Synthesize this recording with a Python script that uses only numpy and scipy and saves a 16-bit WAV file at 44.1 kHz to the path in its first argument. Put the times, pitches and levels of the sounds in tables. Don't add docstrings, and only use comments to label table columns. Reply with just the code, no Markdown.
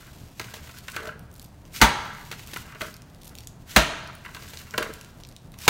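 import sys
import numpy as np
from scipy import signal
from scipy.fft import rfft, irfft
from scipy.io import wavfile

SR = 44100
rng = np.random.default_rng(int(sys.argv[2]) if len(sys.argv) > 2 else 0)


def bounce(signal):
    frames = np.transpose(np.atleast_2d(signal))
    limited = np.clip(frames, -1, 1)
    pcm = np.round(limited * 32767).astype(np.int16)
    wavfile.write(sys.argv[1], SR, pcm)


N = 250907


def from_db(db):
    return 10 ** (np.asarray(db) / 20)


def rms_one(x):
    return x / np.sqrt(np.mean(x ** 2) + 1e-20)


def at_hz(points, hz):
    points = np.array(points)
    return np.interp(np.log(np.maximum(hz, 1)), np.log(points[:, 0]), points[:, 1])


def colour(x, spectrum):
    hz = np.linspace(0, 1, 1025) * SR / 2
    cepstrum = irfft(np.log(rms_one(from_db(at_hz(spectrum, hz)))))
    cepstrum[1:1024] *= 2
    cepstrum[1025:] = 0
    impulse = irfft(np.exp(rfft(cepstrum)))
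    return signal.fftconvolve(x, impulse)[:N]


def drift(rate):
    step, settle = 40, 2000
    r = np.exp(-2 * np.pi * step * rate / SR)
    white = rng.standard_normal(N // step + settle + 2)
    slow = signal.lfilter([1], [1, -2 * r, r * r], white)[settle:]
    return np.interp(np.arange(N) / step, np.arange(len(slow)), rms_one(slow))


def body(force, modes):
    out, power = np.zeros(len(force)), 0
    for k, (hz, level_db, t60) in enumerate(modes):
        r = from_db(-60 / (max(t60, .005) * SR))
        w = 2 * np.pi * hz / SR
        ring = signal.lfilter([0, np.sin(w)], [1, -2 * r * np.cos(w), r * r], force + 1e-18)
        out += (-1) ** k * from_db(level_db) * ring
        power += from_db(2 * level_db) / (2 * (1 - r * r))
    return out / np.sqrt(power)


def bursts(times, levels_db, t60s, rise_s):
    out = np.zeros(N)
    for s, level_db, t60 in zip(times, levels_db, t60s):
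        t60 = np.clip(t60, .002, .3)
        start = round(s * SR)
        t = np.arange(min(int(t60 * SR), N - start)) / SR
        rise = 1 - np.exp(-t / max(rise_s, 1e-5))
        out[start:start + len(t)] += from_db(level_db - 60 * t / t60) * rise
    return out


def grains(per_s, size_db):
    sizes = from_db(size_db * np.minimum(rng.exponential(1, N), 4)) * rng.choice([-1, 1], N)
    return rms_one(sizes * (rng.random(N) < per_s / SR))


# (f/Hz, level/dB per Hz)
DRONE_SPECTRUM = [(12, -42), (20, 0.5), (134, 1.5), (446, -16.5), (678, -15.5), (1090, -21), (1480, -25),
                  (1760, -27), (2990, -36.5), (5230, -47.5), (7520, -48), (9140, -38.5), (13200, -53.5),
                  (16000, -40.5)]
DRONE_DB = -45.5


def drone():
    lumps = from_db(1.2 * drift(12))
    return from_db(DRONE_DB) * lumps * colour(rng.standard_normal(N), DRONE_SPECTRUM)


# (f/Hz, t60/s)
ROOM_DECAY = [(160, 1), (420, 0.77), (1200, 1), (2000, 0.92), (4000, 0.93), (8000, 0.67), (15000, 0.17)]
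FIRST_ECHO_S = 0.0042
CUPBOARDS_DB, CUPBOARDS_T60_S = 9, 0.23


def kitchen(x):
    t = np.arange(int(.9 * SR)) / SR
    white = rng.standard_normal((2, len(t)))
    edges = 40 * 2 ** np.arange(0, 9, .5)
    echoes = 0
    for k, (low, high) in enumerate(zip(edges, edges[1:])):
        band_pass = signal.butter(2, [low, high], "band", fs=SR, output="sos")
        band = signal.sosfilt(band_pass, white[k % 2])
        t60 = max(at_hz(ROOM_DECAY, np.sqrt(low * high)), .05)
        echoes = echoes + band * from_db(-60 * t / t60)
    early = 1 + from_db(CUPBOARDS_DB - 60 * t / CUPBOARDS_T60_S)
    gap = np.clip(t / FIRST_ECHO_S - .5, 0, 1)
    echoes *= early * gap
    return signal.fftconvolve(x, echoes / np.sqrt(np.sum(echoes ** 2)))[:N]


# (lead before landing t/s, level/dB)
# the swish holds 6 dB below the listed level
RELEASES = [(0.11, -33.5), (0.11, -37), (0.11, -34)]
RELEASE_SWELL_S, RELEASE_SWELL_DB, FALL_S = 0.05, 12, 0.0029


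def releases():
    t, out = np.arange(N) / SR, 0
    for (landing_s, *_), (lead_s, level_db) in zip(SLAPS, RELEASES):
        swell = np.clip((t - landing_s + lead_s) / RELEASE_SWELL_S, 0, 1)
        stop = np.clip((landing_s - t) / FALL_S, 0, 1)
        out = out + from_db(level_db - RELEASE_SWELL_DB * (1.5 - swell)) * swell * stop
    return out


# (t/s, dough dragging on the wall level/dB, glove rustle level/dB)
HANDS = [(0.0, -53.5, -54), (0.34, -75, -58.5), (0.44, -54, -52), (0.86, -58.5, -53), (0.94, -45, -50),
         (1.09, -49, -54), (1.17, -74, -70), (1.45, -91, -66), (2.15, -80, -55.5), (2.32, -75, -51),
         (2.62, -55.5, -48.5), (2.75, -47, -63), (2.85, -64, -47.5), (3.0, -99, -66), (3.302, -66.5, -63),
         (3.5, -79, -66.5), (4.15, -80, -62.5), (4.3, -55, -55.5), (4.55, -59, -47.5), (4.7, -58, -55.5),
         (4.8, -50, -48), (4.96, -76, -54.5), (5.05, -74, -59.5), (5.3, -68, -71), (5.448, -85, -63),
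         (5.69, -85, -72)]
# (f/Hz, level/dB per Hz)
RUSTLE = [(880, -47.5), (1500, -7), (2590, -1.5), (4870, -3.5), (7240, -5), (10000, -10.5), (12700, -7),
          (16000, -11)]
# (f/Hz, level/dB, ring t60/s)
WALL = [(880, -22.5, 0.013), (966, -5, 0.042), (1036, -8.5, 0.087), (1142, 0, 0.019), (1330, 0, 0.046),
        (1430, -3.5, 0.054), (1492, -0.5, 0.046), (1632, -1.5, 0.044), (1774, -10, 0.072),
        (1987, 1.5, 0.022), (2245, 0, 0.02), (2320, -3.5, 0.02), (2495, -4.5, 0.02), (2747, -7.5, 0.051),
        (2966, -8, 0.032), (3230, -11.5, 0.013)]
# (f/Hz, level/dB, ring t60/s)
HOLLOW = [(205, -2.5, 0.1), (429.6, 2.5, 0.055), (607, -5.5, 0.12), (653, -2, 0.063)]
HUM_UNDER_DRAG_DB = 11.5
RELEASE_WALL_DB = -9.5


def hands():
    s, *levels_db = np.transpose(HANDS)
    drag, rustle = [from_db(np.interp(np.arange(N) / SR, s, db)) for db in levels_db]
    swish = releases()
    drag = drag + from_db(RELEASE_WALL_DB) * swish
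    clumps = from_db(5.3 * drift(25)) * grains(1900, size_db=4.0)
    hiss = from_db(-1.0 + 2.88 * drift(30)) * grains(5000, size_db=3.0)
    tearing = from_db(2.5 * drift(70)) * grains(7000, size_db=2.5)
    crackle = from_db(-6.5) * grains(210, size_db=2.5)
    wall = body(drag * clumps, WALL)
    hollow = body(drag * clumps, HOLLOW) / from_db(HUM_UNDER_DRAG_DB)
    return wall + hollow + colour(rustle * (hiss + crackle) + swish * tearing, RUSTLE)


# (start t/s, end t/s)
SHIFTS = [(1.29, 1.48), (3.2, 3.45), (5.16, 5.33)]
SNAPS_PER_S = 150
SNAP_DB, SNAP_SPREAD_DB, SNAP_COLOUR_DB = -41, 3.5, 11


def faint_ticks():
    t = np.arange(N) / SR
    shifting = np.any([(t > start) & (t < end) for start, end in SHIFTS], axis=0)
    born = shifting & (rng.random(N) < SNAPS_PER_S / SR)
    strength, tint = rng.standard_normal((2, N))
    return np.transpose([t, SNAP_DB + SNAP_SPREAD_DB * strength, SNAP_COLOUR_DB * tint])[born]


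# (t/s, level before filtering/dB, brighter over duller part/dB)
TICKS = [(0.7866, -27, -2), (0.9004, -26, 2), (0.9193, -27.5, 4), (1.056, -21, -14), (1.1936, -35, -1),
         (1.3407, -36, 15), (1.3962, -31, -9), (1.4182, -40, 5), (1.4437, -34, 10), (1.6528, -31.5, -18),
         (1.7345, -32, 11), (2.4737, -26.5, 3), (2.5416, -21, 0), (2.5728, -22.5, 10), (2.9416, -27, -3),
         (2.9663, -23.5, -11), (3.02, -30.5, -9), (3.1474, -34.5, -6), (3.2183, -45, 9), (3.275, -31, 15),
         (3.3529, -25.5, -0.5), (3.3855, -24.5, -4.5), (3.4059, -27.5, -6.5), (3.436, -32.5, -20),
         (3.472, -21, -5.5), (4.0746, -28, -10), (4.1521, -28.5, 11), (4.573, -19.5, -22), (4.5894, -40, 6),
         (4.709, -23.5, -5), (4.9377, -25, 5), (5.0119, -25.5, -6), (5.0468, -26.5, -12.5),
         (5.236, -25, -12), (5.25, -27.5, -20), (5.3643, -24.5, -11), (5.5194, -38, 1), (5.5881, -20, -8)]


def ticks():
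    s, level_db, bright_db = np.vstack([TICKS, faint_ticks()]).T
    t60 = rng.uniform(.003, .007, len(s))
    duller = (-np.maximum(bright_db, 0), [2400, 6200])
    brighter = (np.minimum(bright_db, 0), [6500, 15000])
    out = 0
    for part_db, band_hz in (duller, brighter):
        snaps = bursts(s, level_db + part_db, t60, rise_s=.00005) * rng.choice([-1, 1], N)
        out = out + signal.sosfilt(signal.butter(2, band_hz, "band", fs=SR, output="sos"), snaps)
    smear = rng.standard_normal(130) * np.hanning(130)
    reflection = np.r_[np.zeros(100), smear]
    return out + from_db(-33.5) * signal.fftconvolve(out, reflection)[:N]


# (start t/s, length t/s, wall level/dB, hollow level/dB, fading/dB per s)
ROCKS = [(0.972, .195, -22, -29.5, 52), (1.952, .28, -21, -43, 33), (2.817, .07, -18, -28, 155),
         (3.903, .2, -22.5, -44, 43), (4.792, .11, -16, -20.5, 71)]
ROCK_S, ROCK_SPREAD_DB = 0.015, 2


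def rocks():
    bumps = []
    for start, length, wall_db, hollow_db, fading in ROCKS:
        jitter, wall_luck, hollow_luck = rng.standard_normal((20, 3)).T
        after = ROCK_S * (np.arange(len(jitter)) + 0.246 * jitter)
        wall_levels = wall_db - fading * after + ROCK_SPREAD_DB * wall_luck
        hollow_levels = hollow_db - fading * after + ROCK_SPREAD_DB * hollow_luck
        bumps += list(np.transpose([start + after, wall_levels, hollow_levels])[after < length])
    s, wall_db, hollow_db = np.transpose(bumps)
    t60 = np.full(len(s), .015)
    middle = [(hz, db - 18 * np.log2(hz / 1480) ** 2, 0.69 * ring) for hz, db, ring in WALL]
    base = [(hz, db - 12 * np.log2(hz / 434) ** 2, 0.64 * ring) for hz, db, ring in HOLLOW]
    wall = body(bursts(s, wall_db, t60, rise_s=0.0013) * rng.standard_normal(N), middle)
    hollow = body(bursts(s, hollow_db, t60, rise_s=0.00083) * rng.standard_normal(N), base)
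    return wall + hollow


# (t/s, wall level/dB, hollow level/dB, crack level/dB)
KNOCKS = [(0.396, -21, -26, -20.5), (0.4125, -30, -38, -29.5), (0.4427, -62, -37, -32),
          (0.5379, -45, -35, -26), (0.566, -58, -32, -34.5), (0.6712, -33, -53, -35.5),
          (0.6918, -28, -53, -36), (0.881, -22, -54, -26), (0.9436, -27, -49, -37), (0.9629, -14, -40, -22),
          (1.029, -36, -25, -33.5), (1.0711, -31.5, -24, -31.5), (1.086, -20.5, -31, -49),
          (2.3135, -30.5, -44, -24), (2.3245, -20, -50, -30), (2.3932, -40, -57, -31.5),
          (2.533, -26.5, -32, -26.5), (2.5604, -17.5, -57, -26.5), (2.721, -30, -39, -42),
          (2.7474, -36.5, -37, -37.5), (2.8073, -16.5, -34, -27), (2.815, -18, -19, -20.5),
          (4.247, -24.5, -48, -76), (4.2593, -26, -55, -41), (4.2837, -30, -58, -50),
          (4.3467, -25.5, -79, -28.5), (4.364, -21.5, -57, -35.5), (4.4212, -39, -46, -36),
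          (4.5334, -40, -44, -31), (4.7373, -15, -20.5, -31.5), (4.778, -7.5, -7, -13.5),
          (4.826, -14.5, -22, -21.5), (5.5393, -42, -53.5, -40)]
# (f/Hz, level/dB per Hz)
CRACK = [(1180, -5.5), (2000, -2.5), (3610, -5.5), (4260, -6), (5300, -14), (6360, -9), (7120, -14.5),
         (13400, -20.5), (16000, -14)]
KNOCK_T60_S, KNOCK_RISE_S = 0.029, 0.0011
KNOCK_ON_COUNTER_DB = -14


def knocks():
    s, wall_db, hollow_db, crack_db = np.transpose(KNOCKS)
    t60 = np.full(len(s), KNOCK_T60_S)
    contacts = grains(8000, size_db=2.5)
    wall = body(bursts(s, wall_db, 0.74 * t60, 2 * KNOCK_RISE_S) * contacts, WALL)
    blows = bursts(s, hollow_db, t60, rise_s=0.0043) * rng.standard_normal(N)
    hollow = body(blows, HOLLOW)
    counter = from_db(KNOCK_ON_COUNTER_DB) * body(blows, COUNTER[1:])
    snap = bursts(s, crack_db, t60, KNOCK_RISE_S) * grains(14000, size_db=3.5)
    return wall + hollow + counter + colour(snap, CRACK)


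# (f/Hz, level/dB, ring t60/s)
COUNTER = [(55.5, 10.5, 0.15), (145, -5.5, 0.32), (210.7, 2.5, 0.23)]


def thumps():
    s, thump_db = np.transpose(SLAPS)[[0, 5]]
    weight = bursts(s + 0.0083, thump_db, np.full(len(s), .016), rise_s=0.014)
    return body(np.diff(weight, prepend=0), COUNTER)


# (t/s, wall level/dB, wall tilt/dB per octave, hollow level/dB, wet crack level/dB,
# push on the counter level/dB, spreading t60/s, graze relative to wall level/dB)
SLAPS = [(1.8141, 2.5, -11, -15, -5.5, 39, 0.097, -19), (3.7618, 1, -5, -5.5, -3, 37.5, 0.06, -34),
         (5.678, 4.5, -18, -30, -1.5, 22, 0.043, -26)]
FILLED_DB = [-4, -6, 2, 2]


def slaps():
    s, wall_db, tilt_db, hollow_db, crack_db, _, t60, graze_db = np.transpose(SLAPS)
    damping, graze_s = .3, .01
    spatter, wall = grains(9000, size_db=3.0), np.zeros(N)
    for k in range(len(SLAPS)):
        struck = [(hz, db + tilt_db[k] * np.log2(hz / 1000), damping * ring) for hz, db, ring in WALL]
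        force = bursts(s[[k]], wall_db[[k]], t60[[k]], rise_s=0.0037)
        force += bursts(s[[k]] - graze_s, wall_db[[k]] + graze_db[k], [2 * graze_s], rise_s=0.00083)
        near = slice(round((s[k] - graze_s) * SR), round((s[k] + .5) * SR))
        wall[near] += body((force * spatter)[near], struck)
    filled = [(hz, db + change_db, 2 * damping * ring)
              for (hz, db, ring), change_db in zip(HOLLOW, FILLED_DB)]
    hollow = body(bursts(s, hollow_db, t60, rise_s=0.0037) * rng.standard_normal(N), filled)
    wet_crack = bursts(s, crack_db, t60, rise_s=0.00078) * grains(12000, size_db=-1.0)
    return wall + hollow + colour(wet_crack, CRACK)


SIDES = 4
KITCHEN_DB = -6
HANDLING_ECHO_DB = -4.5


def scene():
    handling = knocks() + rocks() + ticks() + hands()
    handling_echoes = from_db(HANDLING_ECHO_DB) * kitchen(handling)
    slap_echoes = sum(kitchen(slaps()) for side in range(SIDES)) / np.sqrt(SIDES)
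    direct = slaps() + thumps() + handling
    return (direct + from_db(KITCHEN_DB) * (handling_echoes + slap_echoes) + drone())[None, :]


OVERLOAD, CUTOFF_HZ = .98, 15800


def record(dry):
    heard = signal.sosfilt(signal.butter(2, 38, "high", fs=SR, output="sos"), dry)
    flat = heard / (1 + np.abs(heard / OVERLOAD) ** 4) ** .25
    low_pass = signal.ellip(10, .3, 60, CUTOFF_HZ, fs=SR, output="sos")
    return np.clip(signal.sosfilt(low_pass, flat), -1, 1)


dry = scene()
out = record(dry)
bounce(out)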